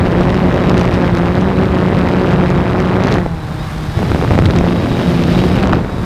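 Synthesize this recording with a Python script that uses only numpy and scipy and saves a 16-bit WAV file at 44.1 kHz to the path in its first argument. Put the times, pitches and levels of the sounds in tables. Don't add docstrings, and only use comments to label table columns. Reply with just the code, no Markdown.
import sys
import numpy as np
from scipy import signal
from scipy.fft import rfft, irfft
from scipy.io import wavfile
from scipy.ndimage import uniform_filter1d

SR = 44100
rng = np.random.default_rng(int(sys.argv[2]) if len(sys.argv) > 2 else 0)


def unload_audio(sound):
    columns = np.transpose(np.atleast_2d(sound))
    steps = np.round(np.clip(columns, -1, 1) * 32767)
    wavfile.write(sys.argv[1], SR, steps.astype(np.int16))


N = 266800
TIME = np.arange(N) / SR

# [t/s, f/Hz]
NEAR_ROTOR = [(0, 182), (.08, 182), (.14, 175), (.4, 187), (.52, 180), (.7, 183), (.8, 179), (1.08, 179),
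              (1.16, 173), (1.29, 175), (1.4, 186), (1.65, 189), (1.76, 182), (1.91, 188), (2.04, 178),
              (2.2, 184), (2.43, 181), (2.56, 177), (2.8, 185), (2.9, 181), (3.14, 196), (3.23, 172),
              (3.34, 161), (3.5, 150), (3.62, 159), (3.71, 150), (3.79, 155), (3.86, 152), (4.01, 173),
              (4.07, 169), (4.28, 170.5), (4.37, 177.5), (4.55, 171), (4.72, 177), (4.89, 171), (5.1, 175),
              (5.25, 169), (5.43, 183), (5.52, 180), (5.62, 188), (5.88, 181), (6.05, 183)]
# [t/s, f/Hz]
SECOND_ROTOR = [(0, 185), (1.2, 182), (1.6, 187), (2.6, 183), (3.32, 189), (3.39, 185), (3.45, 187.5),
                (3.52, 175), (3.58, 170), (3.64, 188), (3.7, 185), (3.76, 169), (3.81, 167.5), (3.87, 187),
                (3.95, 178), (4, 192), (4.12, 189), (4.24, 192), (4.55, 181), (4.66, 187), (4.75, 180),
                (4.83, 186), (4.93, 180.5), (5.17, 185), (5.24, 178.5), (5.33, 187), (5.5, 179.5),
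                (5.59, 187), (5.7, 183), (5.95, 161), (6.05, 174)]
# [t/s, level/dB]
AIRSPEED = [(0, -0.5), (2.9, -1), (3.3, 1.5), (3.72, 8.5), (4.14, 10), (4.55, 4.5), (5.1, 10.5), (5.27, 9),
            (5.38, 11), (5.6, 7), (5.7, -1), (6.05, 6.5)]
# [t/s, level/dB]
WAKE = [(0, -.3), (.8, 1), (1.18, -0.3), (1.45, -1.5), (2.3, 0.8), (2.7, -1.5), (3.16, 1.5), (3.22, -8),
        (3.37, -25.5), (3.94, -18.5), (3.98, -7.5), (4.35, -4.5), (4.62, -2), (4.88, -3), (5.39, -1),
        (5.51, -1), (5.77, 1.3), (5.87, -12), (6.05, -11)]
# [start t/s, end t/s, rumble level/dB]
GUSTS = [(3.955, 4.17, -16), (4.28, 4.5, -13), (5.2, 5.6, -18)]
# [start t/s, end t/s, throb level/dB]
THROBS = [(-.1, 3.22, -19), (4.53, 4.76, -15.5), (5.03, 5.52, -16), (5.6, 5.73, -19)]
# [t/s, level/dB]
SLAPS = [(0.207, -4), (.253, -3), (.861, -9), (3.155, -2), (3.184, -5.5), (3.261, -3.5), (3.99, -3.5),
         (4.004, -9), (4.018, -9), (4.028, -5.5), (4.095, -19), (4.116, 0), (4.146, 2), (4.159, -4),
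         (4.189, -9), (4.212, -7), (4.224, -2), (4.236, -6), (4.247, -2), (4.276, -8), (4.307, 1),
         (4.311, -6), (4.319, -2), (4.333, -4), (4.353, -0.5), (4.377, 0), (4.388, 6), (4.421, -2),
         (4.486, -6), (4.5, -2), (4.555, -4), (4.572, -2), (4.609, -3), (4.64, -2), (4.665, -5),
         (4.708, -7), (4.859, -3), (5.357, -2), (5.656, -2), (5.694, -3), (5.981, -10)]
# [t/s, level/dB]
CRACKS = [(.2099, -18), (.303, -13), (0.3443, -15), (.5422, -16), (0.696, -11), (.779, -11), (0.8124, -12),
          (.796, -17), (.833, -15), (.8525, -19), (.941, -16.5), (1.0085, -22), (1.0645, -23),
          (1.1505, -11), (1.1717, -14), (1.1846, -16), (1.3533, -17), (1.4117, -18), (1.9898, -16),
          (2.0884, -13.5), (2.3215, -18), (2.338, -19), (2.5027, -13), (2.802, -14), (2.9629, -16),
          (3.0378, -12), (3.071, -14), (3.1125, -18), (3.118, -16), (3.1244, -10), (3.1405, -8.5),
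          (3.147, -18), (3.167, -19), (3.1844, -15), (4.1175, -10), (4.277, -14), (4.3075, -12),
          (4.338, -13), (4.388, -11.5), (4.446, -15), (4.457, -6), (4.462, -7), (4.508, -10),
          (4.5617, -11.5), (4.587, -6), (5.2374, -11), (5.3908, -13), (5.6286, -12), (5.6727, -14)]
# [multiple of the blade rate, relative level/dB]
BLADE_ORDERS = [(1, 3.5), (2, -6), (3, -13), (4, -14), (5, -10.5), (6, -19), (7, -20.5), (9, -24),
                (11, -28)]

# [f/Hz, relative level/dB]
DRAFT_SPECTRUM = [(15, -33), (30, 2), (55, 2.5), (120, -1.5), (220, -9.5), (800, -53.5)]
RUMBLE_SPECTRUM = [(15, -17), (30, -23.5), (50, -5), (85, 1), (140, 0), (200, -7), (300, -26), (600, -34),
                   (2000, -74)]
RUSH_SPECTRUM = [(400, 18), (1500, 21.5), (2500, 16), (3700, 12), (5000, 10.5), (7000, 2.5), (9700, 1),
                 (11200, -4), (12700, -2), (15500, -7)]
# [f/Hz, relative level/dB]
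SWISH_SPECTRUM = [(150, 2.5), (400, -1.5), (1100, 2), (2000, -7.5), (3000, -16), (3900, -13.5), (5200, -26),
                  (7000, -28.5), (9500, -30), (11500, -52), (16000, -56)]
# [f/Hz, relative level/dB]
SLAP_SPECTRUM = [(30, 8), (75, 15), (130, 4.5), (260, 10), (650, 7.5), (1300, -2.5), (2200, -13),
                 (3500, -25), (8000, -35), (16000, -73)]
CRACK_SPECTRUM = [(500, 2.5), (2000, 14), (4000, 7.5), (6300, 0), (8000, -8), (10500, -15), (15500, -26)]
# [f/Hz, relative level/dB]
THUD_SPECTRUM = [(60, -31), (150, -1), (250, -0.5), (400, -6.5), (700, -13), (1500, -39), (5000, -79)]
BUFFET_SPECTRUM = [(60, -29), (250, -3), (500, -3.5), (750, -6.5), (1200, -9.5), (2000, -16), (3200, -31.5),
                   (5000, -55), (8000, -80), (16000, -64)]
CRACKLE_SPECTRUM = [(500, -12), (1500, 5.5), (3000, 4.5), (5000, -5), (7000, -21), (9500, -26),
                    (12000, -40), (16000, -32)]
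SPIKE_SPECTRUM = [(300, -18), (1200, 0.5), (2500, 4.5), (4500, -6.5), (7000, -19.5), (10000, -30.5),
                  (16000, -31)]
CHOP_SPECTRUM = [(500, -1), (1500, 2.5), (3000, 3), (5000, -5), (7000, -19), (10000, -27), (16000, -31)]

THUD_PER_WAKE, BUFFET_PER_WAKE, CRACKLE_PER_WAKE, RUMBLE_PER_WAKE = 0.79, 0.84, 1.7, 0.31
SPIKES_PER_WAKE, CHOP_PER_WAKE = 1.8, 1.07
CRACK_TILT_PER_WAKE = 0.73
BUFFET_PER_AIR, CRACKLE_PER_AIR, RUMBLE_PER_AIR, WHINE_PER_AIR = -0.47, 0.27, -0.14, 0.79

WHINE_PER_BLADE = 21
OVERTONE = 4 / 3
FRAME_HZ, FRAME_HALF_WIDTH_HZ = 3770, 190
DRIVE_DB, FULL_DRIVE_HZ_PER_S = 4, 120

TILT_S, TILT_LENGTH_S = 3.2, 0.12
HOVER_BUNCHING, TILTED_BUNCHING = 1.22, 0.62
HOVER_SCATTER_DB, TILTED_SCATTER_DB = 1, 5
SWING_S, SWING_LENGTH_S, SWING_TURNS = 3.13, 0.04, 1
DIP_NARROWNESS = 0.61
CRACKLE_FOCUS = 0.9
SPIKE_RATE_PER_S = 260
THROB_EDGE_S, GUST_EDGE_S = 0.037, 0.0091
EDGE_HZ = 15500


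def gain_of(db):
    return 10 ** (np.asarray(db) / 20)


def evened(x):
    return x / np.sqrt(np.mean(x ** 2) + 1e-20)


def follow(rows):
    s, values = np.transpose(rows)
    return np.interp(TIME, s, values)


def spells(rows, edge_s):
    total = np.zeros(N)
    for start, end, db in rows:
        swell = np.tanh((TIME - start) / edge_s)
        fade = np.tanh((TIME - end) / edge_s)
        total += gain_of(db) * (swell - fade) / 2
    return total


def wander(hz):
    low_pass = 1 / (1 + (np.fft.rfftfreq(N, 1 / SR) / hz) ** 4)
    return evened(irfft(rfft(rng.standard_normal(N)) * low_pass, N))


def colour(x, points, size=8192):
    hz, db = np.transpose(points)
    bins_hz = abs(np.fft.fftfreq(size, 1 / SR)) + 1
    log_gain = np.log(gain_of(np.interp(np.log(bins_hz), np.log(hz), db)))
    response = np.exp(np.conj(signal.hilbert(log_gain)))
    taps = np.fft.ifft(response).real[:size // 2]
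    return signal.oaconvolve(x, taps)[:len(x)]


def hiss(points, envelope=1):
    return evened(colour(rng.standard_normal(N) * envelope, points))


def wind(air_db, wake_db):
    draft = gain_of(-27.5) * hiss(DRAFT_SPECTRUM)
    stirred = gain_of(-16.5 + RUMBLE_PER_WAKE * wake_db + RUMBLE_PER_AIR * air_db)
    gusts = spells(GUSTS, GUST_EDGE_S)
    rumble = np.hypot(stirred, gusts) * hiss(RUMBLE_SPECTRUM)
    rush = gain_of(-42 + air_db) * hiss(RUSH_SPECTRUM, gain_of(1.6 * wander(120)))
    return draft + rumble + rush


def spin(rate_hz, flutter):
    return np.cumsum(rate_hz * (1 + flutter * wander(11))) / SR


def propeller(turns, unsteady):
    tone = np.zeros(N)
    for order, db in BLADE_ORDERS:
        flutter = 1 + unsteady * wander(21)
        tone -= gain_of(db) * flutter * np.cos(2 * np.pi * order * turns)
    return tone


def motor(turns, ripple, overtone_db):
    angle = 2 * np.pi * WHINE_PER_BLADE * turns + ripple * wander(55)
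    rate_hz = np.gradient(turns) * SR
    frame = 1 / np.hypot(1, (WHINE_PER_BLADE * rate_hz - FRAME_HZ) / FRAME_HALF_WIDTH_HZ)
    speeding = uniform_filter1d(np.gradient(rate_hz) * SR, size=1500)
    drive = gain_of(DRIVE_DB * np.clip(speeding / FULL_DRIVE_HZ_PER_S, -2, 0.25))
    partials = np.sin(angle) + gain_of(overtone_db) * np.sin(OVERTONE * angle)
    return frame * drive * (1 + 0.35 * wander(18)) * partials


def rotors(near_turns, near_hz, air_db):
    second_hz = follow(SECOND_ROTOR)
    second = spin(second_hz, flutter=0.00098)
    mean_hz = (near_hz + second_hz) / 2
    third = spin(mean_hz, flutter=0.018)
    fourth = spin(mean_hz, flutter=0.018)

    tones = gain_of(-27) * propeller(near_turns, unsteady=0.15)
    tones += gain_of(-40) * propeller(second, unsteady=0.69)
    tones += gain_of(-43) * propeller(third, unsteady=0.75)
    tones += gain_of(-43) * propeller(fourth, unsteady=0.74)

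    whine = gain_of(-48.5) * motor(second, ripple=0.55, overtone_db=-9)
    whine += gain_of(-50.5) * motor(near_turns, ripple=0.65, overtone_db=-8)
    whine += gain_of(-59) * motor(third, ripple=0.88, overtone_db=-14)

    near_swing = 0.22 * np.cos(2 * np.pi * near_turns)
    second_swing = 0.17 * np.cos(2 * np.pi * second)
    swish = gain_of(-32) * hiss(SWISH_SPECTRUM, 1 + near_swing + second_swing)
    return tones + gain_of(WHINE_PER_AIR * air_db) * whine + swish


def cracks(wake_db, rise_s, trim_db, size=2048):
    out = np.zeros(N + size)
    age = np.arange(size) / SR / rise_s
    corner_hz = CRACK_SPECTRUM[0][0]
    for s, db in CRACKS:
        at = round(s * SR)
        tilt = CRACK_TILT_PER_WAKE * wake_db[at]
        tone = [(hz, level + tilt * np.log2(hz / corner_hz)) for hz, level in CRACK_SPECTRUM]
        burst = colour(rng.standard_normal(size) * age * np.exp(-age), tone)
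        out[at:][:size] += gain_of(db + trim_db) * burst / abs(burst).max()
    return out[:N]


def slaps(trim_db, build_s, tear_db, tear_s, rebound_hz):
    hits = np.zeros(N)
    for s, db in SLAPS:
        hits[round((s + build_s) * SR)] = gain_of(db + trim_db)
    decay = signal.lfilter([1], [1, -np.exp(-1 / (tear_s * SR))], hits)
    tear = gain_of(tear_db) * rng.standard_normal(N) * decay
    unit_peak = abs(colour(signal.unit_impulse(SR), SLAP_SPECTRUM)).max()
    jolts = colour(hits + tear, SLAP_SPECTRUM) / unit_peak
    lag = np.exp(-2 * np.pi * rebound_hz / SR)
    return signal.lfilter([-lag, 1], [1, -lag], jolts)


def per_blade(turns):
    passes = (turns + 0.5).astype(int)
    return np.clip(rng.standard_normal(N), -2, 2)[passes]


def pressure_dip(core_turns, bunching):
    narrowness = np.clip(DIP_NARROWNESS * bunching, 0, 1)
    return -sum(narrowness ** ((k - 1) ** 2) * np.cos(2 * np.pi * k * core_turns) for k in range(1, 5))


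def wake(turns, air_db, wake_db):
    tilt = np.clip((TIME - TILT_S) / TILT_LENGTH_S, 0, 1)
    bunching = HOVER_BUNCHING + tilt * (TILTED_BUNCHING - HOVER_BUNCHING)
    scatter_db = HOVER_SCATTER_DB + tilt * (TILTED_SCATTER_DB - HOVER_SCATTER_DB)
    strength = per_blade(turns)
    arrival = turns + 0.015 * wander(25)

    core = arrival + SWING_TURNS * (1 + np.tanh((TIME - SWING_S) / SWING_LENGTH_S)) / 2
    unevenness = 1 + 0.31 * uniform_filter1d(strength, size=80)
    throb = spells(THROBS, THROB_EDGE_S) * pressure_dip(core, bunching) * unevenness

    puffs = np.exp(bunching * np.cos(2 * np.pi * (arrival + 0.036))) * gain_of(scatter_db * strength)
    puffs /= np.sqrt(uniform_filter1d(puffs ** 2, size=8000))
    thud_gain = gain_of(-17.5 + 2.43 * tilt + THUD_PER_WAKE * wake_db)
    thud = thud_gain * hiss(THUD_SPECTRUM, puffs ** 0.16)
    buffet_gain = gain_of(-19.5 + BUFFET_PER_WAKE * wake_db + BUFFET_PER_AIR * air_db)
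    buffet = buffet_gain * hiss(BUFFET_SPECTRUM, puffs * gain_of(2.05 * wander(640)))

    snaps = gain_of(4.4 * per_blade(turns) + 14 * np.tanh(wander(740)))
    crackle_gain = gain_of(-41 + CRACKLE_PER_WAKE * wake_db + CRACKLE_PER_AIR * air_db)
    crackle = crackle_gain * hiss(CRACKLE_SPECTRUM, puffs ** CRACKLE_FOCUS * snaps)

    spike_starts = rng.random(N) < SPIKE_RATE_PER_S / SR * puffs ** 2
    sizes = gain_of(4 * np.clip(rng.standard_normal(N), -2, 2)) * spike_starts
    spikes = gain_of(-34.5 + SPIKES_PER_WAKE * wake_db) * evened(colour(-sizes, SPIKE_SPECTRUM))

    bursts = np.exp(0.75 * np.cos(2 * np.pi * arrival)) * gain_of(1.9 * strength)
    chop = gain_of(-39.5 + air_db + CHOP_PER_WAKE * wake_db) * hiss(CHOP_SPECTRUM, bursts)
    return throb + thud + buffet + crackle + spikes + chop


def scene():
    near_hz, air_db, wake_db = follow(NEAR_ROTOR), follow(AIRSPEED), follow(WAKE)
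    turns = spin(near_hz, flutter=0.00159)
    mix = wind(air_db, wake_db)
    mix += rotors(turns, near_hz, air_db)
    mix += cracks(wake_db, rise_s=0.00034, trim_db=0.5)
    mix += slaps(trim_db=1.5, build_s=0.001193, tear_db=-21, tear_s=0.001, rebound_hz=900)
    mix += wake(turns, air_db, wake_db)
    return mix[None]


def record(dry):
    lean = signal.sosfilt(signal.butter(2, 20, "highpass", fs=SR, output="sos"), dry)
    ceiling = 0.95
    rounded = lean / (1 + (lean / ceiling) ** 6) ** (1 / 6)
    band_limit = signal.firwin(511, EDGE_HZ, window=("kaiser", 9), fs=SR)
    return signal.oaconvolve(rounded, band_limit[None], "same")


dry = scene()
out = record(dry)
unload_audio(out)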